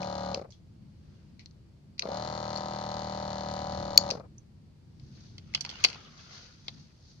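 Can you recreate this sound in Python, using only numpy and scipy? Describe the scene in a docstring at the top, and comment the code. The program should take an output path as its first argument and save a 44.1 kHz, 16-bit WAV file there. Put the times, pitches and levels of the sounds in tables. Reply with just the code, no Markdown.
"""A low outdoor rumble and a faint hiss lie under everything in an open yard.
A battery garden sprayer's diaphragm pump hums while water leaves the lance, then coasts to rest: shaft orders,
valve ticks and jet noise follow the shaft. The trigger clicks, through resonances of its plastic, and the pump
runs again; shortly before it stops the trigger lock snaps, a loud bundle of short decaying sines.
Then the lance is laid down with a clatter of struck resonances and a noisy rustle of hose and sleeve."""
import sys
import numpy as np
from scipy import signal
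from scipy.fft import rfft, irfft, next_fast_len
from scipy.io import wavfile
from scipy.ndimage import uniform_filter1d, map_coordinates

SR = 44100
rng = np.random.default_rng(int(sys.argv[2]) if len(sys.argv) > 2 else 0)


def wrap_up_sound(samples):
    """Save the sound to the file named by the first command line argument, as 16-bit audio."""
    columns = np.atleast_2d(samples).T
    # keep every value between -1 and 1, then stretch to whole-number steps
    tamed = np.clip(columns, -1, 1)
    steps = np.round(tamed * 32767).astype(np.int16)
    wavfile.write(sys.argv[1], SR, steps)


N = 317520

# shaft speed that counts as 1, in turns a second
REFERENCE_HZ = 38.6
# diaphragm and valve beats within one turn:
# (share of the turn, low thump/dB, bright slap/dB, valve tick/dB, crank knock/dB)
BEATS = [(0, 3.5, -6.5, -2, -0.5), (.155, -3.5, 2.5, -10, -3.5), (.463, -16, -6, -11, 3.5),
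         (.563, -6, -5, -9, -3.5), (0.885, -7, -10, -13.5, -10.5)]
# resonances of the pump housing: (f/Hz, width/Hz, level/dB)
HOUSING = [(180, 58, -2), (556.7, 58, 1.5), (782, 56, -7.5), (915.3, 55, -14), (1222, 210, -18.5)]


def amp(db):
    """Decibels to gain."""
    return 10 ** (np.asarray(db) / 20)


def unit(x):
    """Scaled to rms 1."""
    return x / np.sqrt(np.mean(x ** 2) + 1e-20)


def along(points, hz):
    """Value at hz on a curve of (f/Hz, value) points, read on a log axis."""
    f, v = np.transpose(points)
    return np.interp(np.log(hz + 1), np.log(f + 1), v)


def curves(rows):
    """One value per sample for each column after the time."""
    s, *cols = np.transpose(rows)
    return [np.interp(np.arange(N) / SR, s, c) for c in cols]


def wobble(rate):
    """A smooth random curve, rate knots a second."""
    knots = rng.standard_normal(int(N * rate / SR) + 4)
    return map_coordinates(knots, [np.arange(N) * rate / SR])


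def pan(db):
    """Left and right gains for a level difference."""
    return amp(np.array([[.5], [-.5]]) * db)


def filtered(x, response):
    """x shaped by a complex response of frequency."""
    n = x.shape[-1]
    m = 2 * next_fast_len((n + min(n, SR // 4)) // 2, real=True)  # room for the ringing
    return irfft(rfft(x, m) * response(np.fft.rfftfreq(m, 1 / SR)), m)[..., :n]


def causal(gain):
    """Minimum-phase response with these gains: it rings only after it is struck."""
    cepstrum = irfft(np.log(np.maximum(gain, 1e-6)))
    half = len(cepstrum) // 2
    folded = np.r_[cepstrum[0], 2 * cepstrum[1:half], cepstrum[half], np.zeros(half - 1)]
    return np.exp(rfft(folded))


def resonances(modes, hz):
    """Response of a body with (f/Hz, width/Hz, level/dB) modes of alternating sign."""
    return sum((-1) ** k * amp(db) * 1j * hz * width / (centre * centre - hz * hz + 1j * hz * width)
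               for k, (centre, width, db) in enumerate(modes))


def rush(spectrum):
    """Stereo noise of rms 1, alike in the bass and nearly unrelated in the treble."""
    # left-right likeness of the noise: (f/Hz, correlation)
    likeness = [(130, .94), (290, 0.58), (640, 0.28), (1400, 0.034)]
    turn = lambda hz: np.arccos(np.clip(along(likeness, hz), -1, 1)) / 2
    colour = lambda hz: amp(along(spectrum, hz)) * [np.cos(turn(hz)), np.sin(turn(hz))]
    mid, side = filtered(rng.standard_normal((2, N)), colour)
    return unit(np.array([mid + side, mid - side]))


def add(track, s, sound):
    """Mix a short sound into the track at time s."""
    start = max(round(s * SR), 0)
    part = track[..., start:start + sound.shape[-1]]
    part += sound[..., :part.shape[-1]]


def outdoors(swell_db, swells_per_s, wander_db):
    """A distant rumble that swells and sinks, its upper part on its own, and a faint even hiss."""
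    # rumble before its random swell: (t/s, level/dB)
    rumble_levels = [(0, -53.5), (2, -56), (3.4, -53), (3.85, -44.5), (4.5, -56), (5.3, -52), (6.1, -58),
                     (7.2, -55.5)]
    # upper rumble before its random wander: (t/s, level/dB)
    upper_levels = [(.55, -64), (.85, -55.5), (1.15, -61), (1.45, -53.5), (1.75, -65), (2, -57),
                    (4.4, -60.5), (5.55, -55), (6, -59.5), (6.55, -65), (6.78, -50.5), (6.92, -67)]
    # noise colour of rumble, upper rumble and hiss: (f/Hz, density/dB per Hz)
    rumble_colour = [(12, -58), (20, -23.5), (32, -15), (80, -2), (115, -3), (166, -7), (205, -11),
                     (281, -18), (325, -16), (532, -33), (900, -43.5), (1170, -78.5), (1980, -120)]
    upper_colour = [(90, -31), (125, -8), (146, 3), (172, -8), (205, -3.5), (260, -13.5), (420, -35),
                    (900, -69.5)]
    hiss_colour = [(290, -25.5), (500, -5), (748, -10.5), (927, -10.5), (1060, -13), (1150, -13),
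                   (1580, -16), (3740, -18.5), (4500, -14.5), (5350, -19.5), (15500, -40.5)]
    level, = curves(rumble_levels)
    upper_level, = curves(upper_levels)
    rumble = amp(level + swell_db * wobble(swells_per_s)) * rush(rumble_colour)
    upper = amp(upper_level + wander_db * wobble(9)) * rush(upper_colour)
    hiss = amp(-72) * rush(hiss_colour)
    return pan(0.84) * (rumble + upper + hiss)


def yard(x):
    """Ground and fence give a weak answer; each frequency dies at its own speed."""
    # decay of the answer: (f/Hz, t60/s)
    decay = [(200, 1), (2000, 0.067), (5000, 0.17), (12000, 0.17)]
    hz, t, z = signal.stft(rng.standard_normal((2, SR // 2)), SR, nperseg=256)
    tail = signal.istft(z * amp(-60 * t / along(decay, hz)[:, None]), SR, nperseg=256)[1]
    return signal.fftconvolve(x, tail / np.linalg.norm(tail[0]), axes=1)[:, :N]


def strokes():
    """Strength of the hose's drag and the sleeve's rustle: each arm movement swells and dies away."""
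    # arm movements: (t/s of the fastest moment, flank length/s, hose drag/dB, sleeve rustle/dB)
    moves = [(1.125, 0.28, -75.5, -76.5), (5.223, 0.18, -68, -62), (5.852, 0.22, -50, -52.5),
             (6.21, 0.069, -59.5, -54.5), (6.362, 0.14, -55.5, -52.5), (6.733, 0.2, -66, -61),
             (7.104, 0.16, -78, -63.5)]
    # exponent of the bell's flanks, and its dying away over its swelling
    shape, release = 1.42, 1.01
    t, power = np.arange(N) / SR, np.zeros((2, N))
    for s, length, drag_db, rustle_db in moves:
        away = np.maximum((s - t) / length, (t - s) / (length * release))
        power += (amp([[drag_db], [rustle_db]]) * np.exp(-away ** shape)) ** 2
    return np.sqrt(power)


def patchy(x, depth_db):
    """Sliding contact keeps shifting: the colour changes in random patches."""
    z = signal.stft(x, nperseg=512)[2]
    field = uniform_filter1d(rng.standard_normal(z.shape[1:]), size=3, axis=0)
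    field = uniform_filter1d(field, size=7, axis=1)
    return signal.istft(z * amp(depth_db * unit(field)), nperseg=512)[1][:, :N]


def scrapes(width_hz):
    """The hose scrapes along the tank: narrow rasps that swell, glide in pitch and fade."""
    # scrapes: (start t/s, length/s, first f/Hz, last f/Hz, level/dB)
    rasps = [(5.735, 0.06, 2800, 2950, -52), (5.87, 0.077, 2700, 2700, -53.5),
             (5.78, 0.45, 1450, 1100, -62), (6.0, 0.6, 1330, 1450, -66)]
    out = np.zeros((2, N))
    for s, length, first_hz, last_hz, db in rasps:
        u = np.linspace(0, 1, round(length * SR))
        noise = rng.standard_normal((2, len(u)))
        rasp = unit(filtered(noise, lambda hz: 1 / (1 + (hz / width_hz) ** 2)))
        pitch_hz = first_hz + (last_hz - first_hz) * u
        glide = np.sqrt(2) * np.sin(2 * np.pi * np.cumsum(pitch_hz) / SR)
        add(out, s, amp(db) * np.sqrt(abs(np.sin(np.pi * u))) * rasp * glide)
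    return out


def handling(grain_db, patchy_db):
    """Hose and sleeve slide in uneven grains as the arm moves."""
    # noise colour of hose drag and sleeve rustle: (f/Hz, density/dB per Hz)
    drag_colour = [(200, -4), (350, -4.5), (700, -7.5), (1000, -7), (1400, -2), (1900, -5.5), (2600, -5),
                   (3500, -4.5), (6000, -42.5)]
    rustle_colour = [(1500, -12.5), (2800, -13.5), (3800, -0.5), (4600, 5), (5400, 0), (6300, 0),
                     (7200, -18.5), (8300, -50), (14000, -41.5)]
    drag, rustle = strokes()
    grains = lambda: unit(amp(grain_db * (wobble(180) + 0.79 * wobble(35))))
    hose = grains() * (drag * unit(patchy(rush(drag_colour), patchy_db)) + scrapes(width_hz=100))
    sleeve = rustle * grains() * rush(rustle_colour)
    return pan(1.7) * (hose + sleeve)


def clatter(side_spread_db, dulling_db, count):
    """Rows for clicks(): each blow of the lance, its weaker, duller rebound, and rattling fittings."""
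    # lance meets tank and ground:
    # (t/s, peak/dB, left-right/dB, tilt/dB per octave, favoured f/Hz, its lift/dB)
    blows = [(5.381, -34.5, -1, 2, 3320, 5), (5.538, -34.5, 5, 1, 2090, 12),
             (5.5485, -11, -3.5, 1.5, 3240, 10), (5.575, -36, 4, -3, 2600, 4.5),
             (5.6082, -21.5, -5, 8, 5840, 7.5), (5.622, -42.5, -6, 4, 5600, 6),
             (5.6495, -24, -1.5, 0.5, 845, 5.5), (5.662, -32.5, 5, -1, 2550, 1),
             (5.692, -27.5, -1, 2.5, 3300, 11), (5.700, -30.5, -9, 2, 5550, 10),
             (5.712, -34.5, -5, 1, 3200, 8), (5.802, -41, -8, 5.5, 5500, 0),
             (5.8398, -6.5, -2, 8, 2477, 19), (5.8472, -3.5, 4.5, 1, 4580, 7.5),
             (5.865, -38, -3.5, -1, 4170, 16), (5.886, -29.5, -8.5, 2, 2600, 8), (5.9, -31, 6, 1, 5800, 5),
             (5.929, -30.5, 0, 0.5, 2450, 13), (5.945, -34.5, 4, -2, 2550, 16),
             (6.6818, -22.5, 5, -1.5, 3780, 15.5)]
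    # loose fittings rattle while the lance settles: (from t/s, to t/s, middle peak/dB)
    start, end, db_loose = (5.56, 5.96, -40)
    t60, flight_s, rebound_loss_db = 0.03, 0.011, 20.5
    rows = []
    for (s, db, side_db, tilt_db, *spot), flight in zip(blows, rng.standard_normal(len(blows))):
        rows.append((s, db, side_db, tilt_db, t60, *spot))
        landing = s + flight_s * np.exp(0.16 * flight)
        rows.append((landing, db - rebound_loss_db, side_db, tilt_db - dulling_db, t60, *spot))
    for k, (when, size, side, tilt, spot) in enumerate(rng.uniform(-0.63, 1, (count, 5))):
        s = start + (end - start) * (k + .5 + .5 * when) / count
        rows.append((s, db_loose + 3 * size, side_spread_db * side, 4 * tilt - dulling_db, .02,
                     1300 * 2 ** spot, 9))
    return rows


def clicks(rows, modes, crack_db, crack_t60, soft_hz, low_hz, favoured_width_hz):
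    """A sharp crack and a short chatter ring the resonances; the spot struck favours one region."""
    out, t = np.zeros((2, N)), np.arange(SR // 12) / SR
    for s, db, side_db, tilt_db, t60, ring_hz, lift_db in rows:
        envelope = amp(-60 * t / t60) + amp(crack_db - 60 * t / crack_t60)
        force = rng.standard_normal((2, len(t))) * envelope
        edge_hz = soft_hz * 2 ** (tilt_db / 16)  # a bright contact also reaches higher
        tilted = lambda hz: amp(tilt_db * np.log2(np.clip(hz, 1000, 8000) / 4000))
        colour = lambda hz: tilted(hz) * (0.21 + 1 / np.sqrt(1 + (hz / edge_hz) ** 12))
        small = lambda hz: .06 + hz ** 6 / (hz ** 6 + low_hz ** 6)  # a small part radiates little bass
        spot = lambda hz: amp(lift_db / (1 + ((hz - ring_hz) / favoured_width_hz) ** 2))
        ring = filtered(force, lambda hz: resonances(modes, hz) * causal(colour(hz) * small(hz) * spot(hz)))
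        add(out, s, amp(db) * pan(side_db) * ring / abs(ring).max(axis=1, keepdims=True))
    return out


def lock(crack_db, rise_s, far_hold):
    """The trigger lock springs over: one very loud, short ring, which dies sooner on the right."""
    # the snap: (t/s, gain/dB, left-right/dB)
    s, db, side_db = (3.9759, 3.14, 2.2)
    # partials of the ring: (f/Hz, level/dB, hold/s, t60/s)
    partials = [(2497, -25.5, .001, 0.0053), (3450, -26.5, .001, 0.021), (4478, -0.5, 0.0029, 0.0095),
                (4400, -21.5, .001, .04), (5350, -4, .001, 0.0058), (6600, -3.5, 0.0013, 0.0068)]
    out, t = np.zeros((2, N)), np.arange(SR // 10) / SR
    holding = np.array([[1], [far_hold]])
    ring = sum(amp(level - 60 * np.maximum(t - hold * holding, 0) / t60) * np.sin(2 * np.pi * hz * t)
               for hz, level, hold, t60 in partials)
    crack = amp(crack_db - 60 * t / .008) * rng.standard_normal((2, len(t)))
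    onset = 1 - np.exp(-(t / rise_s) ** 2)
    add(out, s, amp(db) * pan(side_db) * onset * (ring + crack))
    return out


def shaft():
    """Shaft speed, turns and age of the run: it spins up, sags as pressure builds, coasts to rest."""
    # pump runs: (on t/s, off t/s, free speed/turns per s, crank angle when first heard/turns)
    runs = [(-1, .3344, 37.894, .312), (2.0051, 4.0957, 39.431, .274)]
    spin_up_s, sag_hz_per_s, coast_s = .0477, .742, .1836
    t = np.arange(N) / SR
    speed, turns, age = np.zeros((3, N))
    for on, off, free_hz, angle in runs:
        live = (t >= on) & (t < off + coast_s)
        age[live] = t[live] - on
        coasting = np.clip(1 - (t[live] - off) / coast_s, 0, 1)
        spin_up = 1 - np.exp(-age[live] / spin_up_s)
        rate = (free_hz - sag_hz_per_s * age[live]) * spin_up * coasting
        speed[live], turns[live] = rate / REFERENCE_HZ, angle + np.cumsum(rate) / SR
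    return speed, turns, age


def hum(speed, turns, waver_db):
    """Shaft orders, phased into each turn's beats, swell as they slide into housing resonances."""
    # orders of the motor's hum: (multiple of the shaft speed, relative level/dB)
    orders = [(2, -8), (3, -6), (4, -8), (5, -1), (6, -12), (7, -13), (8, -15), (9, -13), (10, -22),
              (11, -23.5), (12, -13), (13, -11), (14, -9), (15, 0), (16, -3.5), (17, -15), (18, -10.5),
              (19, -2.5), (20, -2.5), (21, -6), (22, -13), (23, -7), (24, -6), (25, -20.5), (26, -6),
              (27, -25), (28, -15.5), (29, -17), (30, -26), (31, -11), (32, -19), (33, -12.5), (34, -18),
              (35, -15), (39, -18.5), (40, -20), (41, -22), (44, -21.5), (113, -25.5), (120, -26),
              (132, -30.5), (162, -33.5)]
    # left-right likeness of the hum: (f/Hz, correlation)
    likeness = [(130, 0.99), (290, 1), (640, 0.31), (1400, 0.15)]
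    thump_hz, slap_hz = 500, 1500  # between these the beats' phasing goes from thump to slap
    out, running = np.zeros((2, N)), np.flatnonzero(speed > .5)
    grid = np.linspace(.5, 1.1, 100)
    for k, db in orders:
        hz = k * REFERENCE_HZ
        throb = sum(amp(along([(thump_hz, thump_db), (slap_hz, slap_db)], hz)) * np.exp(-2j * np.pi * k * share)
                    for share, thump_db, slap_db, *_ in BEATS)
        gain = abs(resonances(HOUSING, hz * grid) / resonances(HOUSING, hz))
        swell = np.interp(speed[running], grid, gain)
        lead = np.arccos(np.clip(along(likeness, hz), -1, 1)) * np.array([[.5], [-.5]])
        waver = np.interp(running, np.linspace(0, N, num=50), rng.standard_normal(50))
        # the lowest orders are spread over the turn, so the bass hums evenly instead of pulsing
        spread = .2 * max(12 - k, 0) ** 2
        size = amp(db + waver_db * waver) * swell / np.cos(lead[0] / 2) ** 2  # wide orders get a lift
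        out[:, running] -= size * np.sin(2 * np.pi * k * turns[running] + np.angle(throb) + spread + lead)
    return out / np.linalg.norm(amp(np.array(orders)[:, 1])) * np.sqrt(2)


def beats(speed, turns, driven_softening, coasting_softening, uneven_db):
    """Pulses of diaphragm thumps, valve ticks and crank knocks: softer when slow, less so when driven."""
    thumps, ticks, knocks = trains = np.zeros((3, N))
    for share, thump_db, _, tick_db, knock_db in BEATS:
        at = np.flatnonzero((np.diff(np.floor(turns - share)) == 1) & (speed[:-1] > 0))
        force = speed[at] ** np.where(speed[at + 1] > speed[at], driven_softening, coasting_softening)
        sizes = amp([[thump_db], [tick_db], [knock_db]]) * force
        sizes[0] *= speed[at] if share else 1  # the after-thumps need speed
        sizes[1:] *= amp(uneven_db * wobble(40)[at])
        # a beat falls between two samples
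        early = np.clip((turns[at + 1] - share) % 1 / (turns[at + 1] - turns[at]), 0, 1)
        trains[:, at] += sizes * early
        trains[:, at + 1] += sizes * (1 - early)
    return thumps, ticks, knocks


def gushes(speed, turns, driven_softening, coasting_softening):
    """Water squeezes through the valves for a fixed part of each turn: groans at start, fading gurgles."""
    # gushes within one turn: (share of the turn, half-width/turns, level/dB)
    openings = [(.16, 0.092, -0.5), (.63, 0.127, -1)]
    # noise colour of the water: (f/Hz, density/dB per Hz)
    water_colour = [(120, -30), (280, -9.5), (520, 8), (680, 2), (900, -3), (1250, -5), (1550, -14),
                    (1800, -21), (2400, -17.5), (3500, -46.5)]
    opening = sum(amp(db) * np.exp(-(((turns - share + .5) % 1 - .5) / width) ** 2)
                  for share, width, db in openings)
    force = speed ** np.where(np.gradient(speed) > 0, driven_softening, coasting_softening)
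    return force * (opening + 0.19) * rush(water_colour)  # 0.19: the noise never closes between gushes


def bursts(pulses, rise_s, t60):
    """The envelope of a short gush after every pulse."""
    t = np.arange(SR // 10) / SR
    return signal.fftconvolve(pulses, (1 - np.exp(-t / rise_s)) * amp(-60 * t / t60))[:N]


def rattle(ticks, spectrum, t60, tail_db):
    """Each beat rattles briefly inside the casing, with the same noise burst every turn."""
    t = np.arange(SR // 20) / SR
    casing = (amp(-60 * t / t60) + amp(tail_db - 60 * t / 0.18)) * rng.standard_normal((2, len(t)))
    casing = filtered(casing, lambda hz: causal(amp(along(spectrum, hz))))
    casing /= np.linalg.norm(casing, axis=1, keepdims=True)
    return signal.oaconvolve(ticks[None], casing, axes=1)[:, :N]


def valve_ring(ticks, lead_s):
    """The valve head rings after every tick and reaches the left ear a little sooner."""
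    # resonances of the valve head: (f/Hz, width/Hz, level/dB)
    head = [(3160, 59, -12.5), (3750, 150, -7), (4200, 100, -3.5), (4430, 160, 5), (4700, 83, -0.5),
            (5250, 170, -5), (5600, 160, -10.5), (6140, 170, -6)]
    sides = np.array([[1], [-1]])
    return filtered(ticks, lambda hz: resonances(head, hz) * np.exp(1j * np.pi * hz * lead_s * sides))


def pump(hum_db, thump_db, gush_db, tick_db, ring_db, buzz_db, jet_db, pulsing, lag_turns,
         chug_low_hz, chug_top_hz):
    """Single chugs at low speed merge into a hum; valves tick and the jet spurts with each beat."""
    # colour of the valves' ticks and the crank's buzz: (f/Hz, level/dB)
    tick_colour = [(2000, -39.5), (3300, -12), (3800, -6), (4350, 1.5), (4800, -1.5), (5250, -5),
                   (5900, -10.5), (7100, -14), (8200, -47.5), (9000, -33.5), (11000, -29.5), (12000, -57)]
    crank_colour = [(1100, -20), (1350, -5), (1600, -2.5), (1800, -11), (2050, -9), (2400, -15),
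                    (3300, -12), (4200, -16.5), (6000, -53.5)]
    # noise colour of the jet: (f/Hz, density/dB per Hz)
    jet_colour = [(1200, 0.5), (2500, -10), (3400, -12.5), (4300, -0.5), (5500, -9), (7000, -9),
                  (8200, -36.5), (14000, -37.5)]
    # the valve slams on its seat: (f/Hz, width/Hz, level/dB)
    seat = [(4400, 1300, -1.8)]
    # stereo balance of the whole pump: (f/Hz, left-right/dB)
    balance = [(60, 3.5), (200, 0), (400, 4.5), (700, 2.5), (1300, 5.5), (2400, 3), (4400, 11),
               (8000, -2.5)]
    surge_db, surge_s = 1.5, 0.38  # extra effort just after switching on, and how fast it settles
    speed, turns, age = shaft()
    thumps, ticks, knocks = beats(speed, turns, driven_softening=1.0, coasting_softening=1.6, uneven_db=1.7)
    merged = np.clip(speed / .94, 0, 1) ** 10
    effort = amp(surge_db * np.exp(-age / surge_s))
    drone = amp(hum_db) * merged * hum(speed, turns - lag_turns, waver_db=1.5)

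    chug_band = lambda hz: 1j * hz / (chug_low_hz + 1j * hz) / (1 + 1j * hz / chug_top_hz) ** 2
    body = filtered(thumps, lambda hz: resonances(HOUSING, hz) * chug_band(hz))
    water = gushes(speed, turns, driven_softening=0.67, coasting_softening=1.2)
    chugs = (1 - merged) * (amp(thump_db) * body + amp(gush_db) * water)

    # the valves slam and ring high and short; the crank buzzes lower and longer
    slam = filtered(ticks, lambda hz: resonances(seat, hz) ** 4)
    ticking = amp(tick_db) * rattle(ticks, tick_colour, t60=.016, tail_db=-25.5)
    ringing = amp(ring_db) * valve_ring(ticks, lead_s=.00004)
    valves = speed ** .8 * (slam + ticking + ringing)
    crank = amp(buzz_db) * speed * rattle(knocks, crank_colour, t60=0.02, tail_db=-29.0)
    spurts = 1 + pulsing * bursts(ticks + .15 * knocks, rise_s=0.00099, t60=0.038)
    jet = amp(jet_db) * speed ** 2 * spurts * rush(jet_colour)
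    return filtered(effort * (drone + chugs + crank + valves + jet), lambda hz: pan(along(balance, hz)))


def scene():
    """Pump, hand and lance in the open yard."""
    # trigger and lever clicks:
    # (t/s, peak/dB, left-right/dB, tilt/dB per octave, t60/s, favoured f/Hz, its lift/dB)
    presses = [(.0295, -29, 8, -6.5, 0.027, 2240, 8), (.3455, -17, 4, -2, 0.02, 2800, 10.5),
               (.505, -47.5, -6, 1, 0.11, 6160, 0), (.522, -44.5, 2, 0, 0.18, 3360, 18),
               (1.3938, -39.5, 5, -7, 0.15, 2180, 6), (1.4587, -37, 6, -4.5, 0.017, 4100, 11),
               (1.51, -51, 4, -2, .02, 4300, 6), (1.980, -41.5, 3, -7, 0.15, 4470, 8),
               (1.9938, -14.5, 2, -2.5, .019, 2600, 9), (2.0218, -23, 10, -10.5, 0.029, 4200, 8),
               (2.5595, -27.5, 12.5, -2, 0.013, 4330, 20), (2.574, -27.5, 7, 0, 0.014, 4730, 11),
               (3.5384, -43, -4, 15, .0099, 10100, 16), (4.1036, -18.5, 2, -4, 0.03, 2600, 5),
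               (4.1098, -16, 8, -3.5, 0.012, 4730, 12.5), (4.381, -44.5, -7, 10, 0.032, 6150, 20),
               (4.997, -52, 9, -5, .04, 3400, 4)]
    # resonances of the plastic lever and of the lance: (f/Hz, width/Hz, level/dB)
    lever_modes = [(1910, 100, -2.5), (2550, 1100, -0.5), (3330, 140, 4), (4220, 560, 10.5),
                   (5100, 850, 13), (6150, 570, 14.5)]
    lance_modes = [(293, 170, -10), (940, 440, -6), (1460, 150, -5.5), (2120, 190, -0.5), (2550, 310, 0.5),
                   (3240, 550, 0), (3960, 170, 1), (4430, 465, 5.5), (6360, 1430, -9)]
    motor = pump(hum_db=-37.5, thump_db=15.5, gush_db=-36, tick_db=-23.5, ring_db=-17, buzz_db=-29.5,
                 jet_db=-62, pulsing=5, lag_turns=.049, chug_low_hz=263.4, chug_top_hz=972)
    trigger = clicks(presses, lever_modes, crack_db=7, crack_t60=0.0061, soft_hz=6700, low_hz=1620,
                     favoured_width_hz=400)
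    contacts = clatter(side_spread_db=8, dulling_db=5.5, count=14)
    lance = clicks(contacts, lance_modes, crack_db=-1, crack_t60=0.0067, soft_hz=6500, low_hz=60,
                   favoured_width_hz=270)
    snap = lock(crack_db=-24, rise_s=0.00071, far_hold=0.33)
    echo = yard(amp(-12.5) * trigger + amp(-16.0) * lance + amp(-21.0) * snap)
    rubbing = handling(grain_db=1.5, patchy_db=2.5)
    background = outdoors(swell_db=0.93, swells_per_s=5.4, wander_db=2)
    return motor + trigger + lance + snap + echo + rubbing + background


def record(dry):
    """The recorder clips at full scale, then cuts steeply above its band limit."""
    top_hz = 15300
    return filtered(np.clip(dry, -1, 1), lambda hz: 1 / np.sqrt(1 + (hz / top_hz) ** 160))


dry = scene()
out = record(dry)
wrap_up_sound(out)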